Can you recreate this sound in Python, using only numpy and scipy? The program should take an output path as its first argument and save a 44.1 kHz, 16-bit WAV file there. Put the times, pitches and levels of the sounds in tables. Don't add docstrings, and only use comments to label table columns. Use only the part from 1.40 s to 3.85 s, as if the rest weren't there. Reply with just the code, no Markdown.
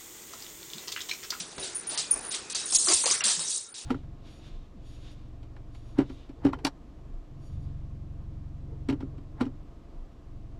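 import sys
import numpy as np
from scipy import signal
from scipy.fft import rfft, irfft, next_fast_len
from scipy.io import wavfile
from scipy.ndimage import uniform_filter1d

SR = 44100
rng = np.random.default_rng(int(sys.argv[2]) if len(sys.argv) > 2 else 0)


def master_out(mix):
    frames = np.transpose(np.atleast_2d(mix))
    ceiling = np.clip(frames, -1, 1)
    pcm = np.round(ceiling * 32767).astype(np.int16)
    wavfile.write(sys.argv[1], SR, pcm)


def ratio_of_db(decibels):
    return 10 ** (np.asarray(decibels, float) / 20)


N = 108045


def band(x, low_hz, high_hz):
    return signal.sosfilt(signal.butter(2, [low_hz, high_hz], "band", fs=SR, output="sos"), x)


def rms_one(x):
    return x / np.sqrt(np.mean(x ** 2) + 1e-20)


def drift(rate_hz):
    r = np.exp(-80 * np.pi * rate_hz / SR)
    white = rng.standard_normal(N // 40 + 2002)
    slow = signal.lfilter([1], [1, -2 * r, r * r], white)[2000:]
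    return np.interp(np.arange(N) / 40, np.arange(len(slow)), rms_one(slow))


def ring(x, hz, t60):
    r = ratio_of_db(-60 / (max(t60, .005) * SR))
    w = 2 * np.pi * hz / SR
    return signal.lfilter([0, np.sin(w)], [1, -2 * r * np.cos(w), r * r], x + 1e-18)


def peak(x, hz, width_hz):
    r = np.exp(-np.pi * width_hz / SR)
    poles = [1, -2 * r * np.cos(2 * np.pi * hz / SR), r * r]
    return signal.lfilter([(1 - r * r) / 2, 0, (r * r - 1) / 2], poles, x)


def grains(per_s, spread_db):
    sizes = ratio_of_db(spread_db * np.minimum(rng.exponential(1, N), 4)) * rng.choice([-1, 1], N)
    return rms_one(sizes * (rng.random(N) < per_s / SR))


def strokes(rows, source, width_oct, fall_db, swell, patchy_db):
    crest_db, attack_s, light_below_hz = 12.5, 0.00088, 247
    strike, strike_s = 0.81, 0.0016
    narrowing = 0.39
    s, db, hold, t60, hz = np.transpose(rows)[:, :, None]
    t = np.arange(0, N + 32, 16) / SR - s
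    rise = np.clip(t / (hold if swell else attack_s), 0, 1)
    if not swell:
        rise = rise * (1 + strike * np.exp(-np.abs(t) / strike_s))
    fade_db = 60 * np.maximum(t - hold, 0) / t60
    power = (rise * ratio_of_db(db - crest_db - fade_db)) ** 2

    edges = 100 * 2 ** np.arange(0, 7, 1 / 3)
    mids = np.sqrt(edges[1:] * edges[:-1])
    widths_away = np.log2(mids / hz) / width_oct * np.maximum(hz / 5500, 1) ** narrowing
    share = ratio_of_db(-2 * fall_db * widths_away ** 2)
    share = share / share.sum(axis=1, keepdims=True)
    out = 0
    for k in range(len(mids)):
        gain = np.interp(np.arange(N) / 16, np.arange(t.shape[1]), np.sqrt(share[:, k] @ power))
        noise = rms_one(band(source[k % 2], edges[k], edges[k + 1]))
        out = out + gain * ratio_of_db(patchy_db * drift(31)) * noise
    return signal.sosfilt(signal.butter(4, light_below_hz, "high", fs=SR, output="sos"), out)


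def knocks(rows, contact_s):
    out, size = np.zeros(N), int(contact_s * SR)
    rough = rng.standard_normal((len(rows), 2000))
    for (s, db, hz, t60), noise in zip(rows, rough):
        start = int(s * SR)
        push = np.zeros(N)
        push[start:start + size] = noise[:size] * np.linspace(1, 0, size)
        tone = peak(ring(push, hz, t60), hz, hz / 2)
        out += ratio_of_db(db) * tone / np.abs(tone).max()
    return out


# (f [Hz], level [dB per Hz])
AIR_COLOUR = [(20, -7), (256, -2.5), (340, 3), (544, -4), (1390, -5), (3020, -11.5), (4500, -7.5),
              (9000, -7.5)]
# (t [s], level [dB])
BUSTLE = [
    (0, -45.5),
    (1.3, -44.5),
    (1.39, -46.5),
    (1.501, -44.5),
    (2.17, -50.5),
    (2.27, -58),
    (2.45, -54.5),
]


def air():
    edges = 20 * 2 ** np.arange(0, 9.4, .5)
    white = rng.standard_normal((2, N))
    hz, db = np.transpose(AIR_COLOUR)
    together = drift(8)
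    out = 0
    for k in range(len(edges) - 1):
        level_db = np.interp(np.log(edges[k] * 2 ** .25), np.log(hz), db)
        gain = ratio_of_db(level_db + 1.8 * drift(10) + together)
        out = out + gain * band(white[k % 2], edges[k], edges[k + 1])
    return rms_one(out) * ratio_of_db(np.interp(np.arange(N) / SR, *np.transpose(BUSTLE)))


# (t [s], length [s], f [Hz], level [dB])
WHISTLES = [(0, 1.3, 1450, -64), (.62, .2, 2450, -56), (1.0, .15, 2500, -55), (1.17, .09, 3850, -46),
            (1.995, .09, 3790, -46), (2.105, .09, 3820, -45), (2.105, .04, 3350, -49), (2.2, .1, 3780, -59),
            (2.338, .06, 3780, -51), (2.25, .1, 1400, -65), (1.88, .05, 3300, -42)]


def hollow():
    width_hz, fade_s = 130, .01
    t, white, out = np.arange(N) / SR, rng.standard_normal(N), 0
    for s, length, hz, db in WHISTLES:
        tone = peak(peak(white, hz, width_hz), hz, width_hz)
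        tone = tone / uniform_filter1d(tone ** 2 + 1e-12, size=200) ** .25
        fade = np.clip(np.minimum(t - s, s + length - t) / fade_s, 0, 1)
        out = out + ratio_of_db(db) * fade * rms_one(tone)
    return out


def room(x):
    t60_s, wall_cut_hz = 0.29, 21000
    size = next_fast_len(N + SR)
    hz = np.arange(size // 2 + 1) * SR / size
    answer = 0
    for k, lag in enumerate(rng.uniform(.009, .03, 10)):
        walls = ratio_of_db(-60 * lag / t60_s) / (1 + 1j * hz / wall_cut_hz) ** 0.087
        loop = walls * np.exp(-2j * np.pi * hz * lag)
        answer = answer + (-1) ** k * loop / (1 - loop)
    return irfft(rfft(x, size) * answer, size)[:N]


# (t [s], peak level [dB], rattle [s], freedom to ring [0-1])
CLASHES = [(.196, -30.5, 0.061, 0.27), (0.3472, -24, 0.013, 0.18), (.361, -25.5, .014, 0.55),
           (.377, -27.5, 0.024, 0.2), (0.408, -31.5, .04, .15), (.468, -27.5, 0.042, 0.36),
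           (.516, -36, 0.01, 0.35), (.53, -34, 0.021, 0.2), (.707, -14, 0.024, 0.93),
           (.735, -15, 0.012, .9), (.76, -24, 0.0031, .5), (.772, -26, 0.01, .3), (0.786, -33, .008, 0.3),
           (.809, -33.5, .035, 0.27), (.846, -31, 0.0085, 0.3), (0.858, -29, 0.015, .15),
           (.879, -33, 0.0065, 0.2), (.889, -30.5, .035, 0.3), (1.256, -25.5, 0.078, 0.4),
           (2.284, -39, 0.046, 0.4)]
# (multiple of its main f, level [dB], t60 [s])
TAG_MODES = [
    (1, 0, .15),
    (.986, -10, .05),
    (1.022, -8, .04),
    (1.046, -7, .03),
    (.955, -12, .03),
    (.6815, -25, .2),
    (.585, -25, .1),
]


def tags():
    main_hz, touches_per_s, damp_db_per_s = 9518, 500, 7000
    t, out = np.arange(N) / SR, np.zeros(N)
    touches = grains(touches_per_s, 1.5) * np.sqrt(touches_per_s / SR)
    for s, db, rattle, free in CLASHES:
        i, j = int(s * SR), int((s + rattle + .03) * SR)
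        free = np.clip(free, .05, 1)
        hits = (.7 - .5 * free) * touches[i:j] * (t[i:j] < s + rattle)
        hits[0] = 1
        tone = 0
        for k, level_db, t60 in TAG_MODES:
            mode = peak(ring(hits, k * main_hz, t60 * free), k * main_hz, 330)
            tone = tone + ratio_of_db(level_db * (free if k > .9 else 1)) * mode
        damped_db = damp_db_per_s * np.maximum(t[i:j] - s - rattle, 0)
        out[i:j] += ratio_of_db(db - damped_db) * tone / np.abs(tone).max()
    return out


# (t [s], peak level [dB], swell [s], t60 [s], brightest f [Hz])
PANTS = [
    (-.03, -17, 0.028, 0.21, 5400),
    (.222, -19, 0.022, 0.37, 5240),
    (.468, -31, 0.13, 0.94, 5500),
    (.90, -18.5, 0.021, 0.34, 5600),
    (1.25, -17, 0.08, 0.2, 7730),
    (2.03, -16.5, 0.088, 0.31, 7170),
    (2.10, -16.5, 0.06, 0.29, 8100),
]


def panting():
    return strokes(PANTS, rng.standard_normal((2, N)), width_oct=0.96, fall_db=7, swell=True, patchy_db=1.6)


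# (t [s], peak level [dB], hold [s], t60 [s], brightest f [Hz])
PADS = [(.178, -30.5, 0.029, 0.29, 513), (.5, -34.5, 0.1, 0.16, 960), (.73, -33.5, 0.017, 0.61, 694),
        (.86, -38, 0.043, .1, 895), (.93, -37.5, 0.055, 0.16, 1810), (1.148, -32.5, 0.011, 0.12, 1410),
        (1.324, -33.5, 0.01, 0.086, 690), (1.472, -23.5, 0.057, 0.038, 1120),
        (1.638, -25, 0.041, 0.14, 1300), (1.705, -24.5, 0.038, 0.22, 2700), (1.806, -25, 0.018, 0.51, 2100),
        (1.846, -27, 0.068, 0.17, 1560), (1.99, -37, 0.036, 0.26, 1010)]


def pads():
    return strokes(PADS, rng.standard_normal((2, N)), width_oct=0.62, fall_db=1.5, swell=False, patchy_db=3.5)


# (t [s], peak level [dB], board f [Hz], t60 [s])
THUMPS = [(.0, -43, 182, 0.067), (.178, -48, 382, .3), (.178, -46.5, 59.4, 0.1), (.178, -47, 130, 0.074),
          (.575, -51, 157, .19), (.735, -48, 39.7, 0.22), (1.48, -29.5, 320, 0.092),
          (1.494, -28, 332, 0.074), (1.52, -33.5, 378, .04), (1.482, -33.5, 1137, .1),
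          (1.498, -33.5, 700, 0.071), (1.523, -32.5, 1055, 0.037), (1.535, -47, 80, 0.071),
          (1.654, -30, 472, 0.077), (1.654, -32, 670, 0.043), (1.69, -40, 700, .05), (1.705, -39, 392, .05),
          (1.843, -41.5, 213, 0.17), (1.972, -43.5, 166, 0.22)]


def thumps():
    return knocks(THUMPS, contact_s=0.015)


# (t [s], peak level [dB], f [Hz], t60 [s])
TICKS = [(.224, -33.5, 3810, .1), (1.149, -24.5, 4630, .03), (1.349, -12.5, 6680, .04),
         (1.483, -15.5, 4950, .05), (1.50, -22, 4700, .06), (1.658, -23, 4500, .025), (1.7, -23, 4900, .04),
         (1.8, -28, 5760, 0.018), (1.848, -21.5, 4650, 0.071), (1.3, -37, 3500, 0.035),
         (1.71, -23, 6340, .04)]


def ticks():
    return knocks(TICKS, contact_s=0.013)


# (t [s], peak level [dB], f [Hz], t60 [s])
TAPS = [
    (1.4715, -26, 1250, 0.011),
    (1.638, -26.5, 1230, 0.013),
    (1.659, -30.5, 650, .01),
    (1.6645, -23, 680, 0.009),
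    (1.807, -23.5, 2800, 0.028),
    (1.806, -31, 2120, .015),
    (.18, -36.5, 1220, 0.0066),
]


def taps():
    return knocks(TAPS, contact_s=0.0028)


# (t [s], peak level [dB], hold [s], t60 [s], brightest f [Hz])
SKIDS = [(.18, -26.5, 0.011, 0.24, 3780), (.495, -24, 0.076, 0.22, 5000), (.575, -13, 0.02, 0.22, 5530),
         (.94, -16.5, 0.01, 0.17, 5180), (1.098, -22.5, 0.035, .18, 6000), (1.148, -16, 0.02, 0.49, 5940),
         (1.175, -43, .05, 0.12, 4800), (1.322, -12, 0.05, 0.19, 8000), (1.347, -9, 0.016, 0.07, 7200),
         (1.385, -14, 0.094, 0.53, 8400), (1.46, -12.5, 0.09, 0.35, 8900),
         (1.484, -11.5, 0.051, 0.41, 5600), (1.533, -10, 0.019, 0.088, 7500),
         (1.56, -15.5, 0.081, 0.17, 8160), (1.657, -8, 0.0076, 0.39, 6300), (1.71, -8, 0.0045, 0.25, 8000),
         (1.838, -6.5, 0.0072, 0.33, 6760), (1.88, -10, 0.027, 0.37, 6670),
         (1.993, -15.5, 0.017, 0.34, 6600), (2.341, -27, 0.071, 0.34, 5940)]


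def claws():
    scrape = [grains(2000, 3) + rng.standard_normal(N) for _ in range(2)]
    return strokes(SKIDS, scrape, width_oct=0.92, fall_db=5.5, swell=False, patchy_db=1.5)


# (f [Hz], width [Hz], level added [dB])
SURFACE = [
    (3810, 190, -11),
    (4900, 1400, -15.5),
    (6600, 170, -11.5),
    (8650, 960, 0.5),
]


def surface(rub):
    return rub + sum(ratio_of_db(db) * peak(rub, hz, width_hz) for hz, width_hz, db in SURFACE)


def scene():
    rub = surface(claws() + panting())
    near = 0.65 * rub + pads() + thumps() + ticks() + taps()
    jingle = tags()
    echoes = ratio_of_db(-20.5) * room(near + 0.24 * jingle)
    mono = near + jingle + echoes + air() + hollow()
    return np.array([mono, mono])


# (t [s], length [s], from f [Hz], to f [Hz])
LOSSES = [(.165, .011, 4800, 6300), (.442, .02, 9100, 11000), (.488, .005, 3800, 5600),
          (.559, .013, 4900, 9000), (.895, .010, 5200, 8600), (.93, .01, 6000, 7500),
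          (1.134, .010, 4900, 11000), (1.372, .011, 4100, 5700), (1.372, .009, 8200, 9500),
          (1.378, .004, 5700, 7300), (1.556, .005, 5200, 6800), (1.527, .012, 9700, 11000),
          (1.46, .022, 4600, 5400), (1.783, .018, 2550, 2950), (2.325, .01, 3500, 4000),
          (.797, .01, 8900, 11000), (2.168, .006, 6000, 8000), (1.639, .016, 4600, 5800),
          (1.821, .016, 4900, 11000), (2.01, .016, 5200, 5900), (2.322, .019, 5200, 8800)]


def dropouts(x):
    loss_db, hole_db, flutter_db = -40, -28, 3.0
    hole_share, hole_top_share = .09, .2
    hz, t, cells = signal.stft(x, SR, nperseg=256, noverlap=224)
    lost = np.zeros(cells.shape)
    for s, length, low_hz, high_hz in LOSSES:
        inside = np.clip(np.minimum(t - s, s + length - t) / .002 + 1, 0, 1)
        lost = np.maximum(lost, np.outer((hz > low_hz) & (hz < high_hz), inside))
    chance = rng.random((2, 40, len(t) // 8 + 1))
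    chance = chance[:, (hz // 700).astype(int)][:, :, np.arange(len(t)) // 8]
    treble = hz > 4900
    wobble_db = flutter_db * np.sqrt(12) * (chance[1] - .5) * treble[:, None]
    holes = chance[0] < np.where(hz > 9500, hole_top_share, hole_share * treble)[:, None]
    cells = cells * ratio_of_db(loss_db * lost + uniform_filter1d(hole_db * holes + wobble_db, size=4))
    return signal.istft(cells, SR, nperseg=256, noverlap=224)[1][:N]


def side_trace():
    noise = band(band(rng.standard_normal(N), 7600, 9700), 7600, 9700)
    gate = np.clip(1.5 - np.abs(np.arange(N) / SR - 1.6) / .012, 0, 1)
    return ratio_of_db(-33) * rms_one(noise) * gate


def band_limit(x):
    return signal.sosfilt(signal.butter(12, 11130, fs=SR, output="sos"), x)


def record(dry):
    heard = dry[0] + .2 * band(dry[0] ** 2, 8.6, 51)
    mono, side = dropouts(heard), side_trace()
    top_cut = signal.ellip(12, .5, 80, 10050, fs=SR, output="sos")
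    mix = signal.sosfilt(top_cut, [mono + side, mono - side])
    return band_limit(mix)


dry = scene()
out = record(dry)
master_out(out)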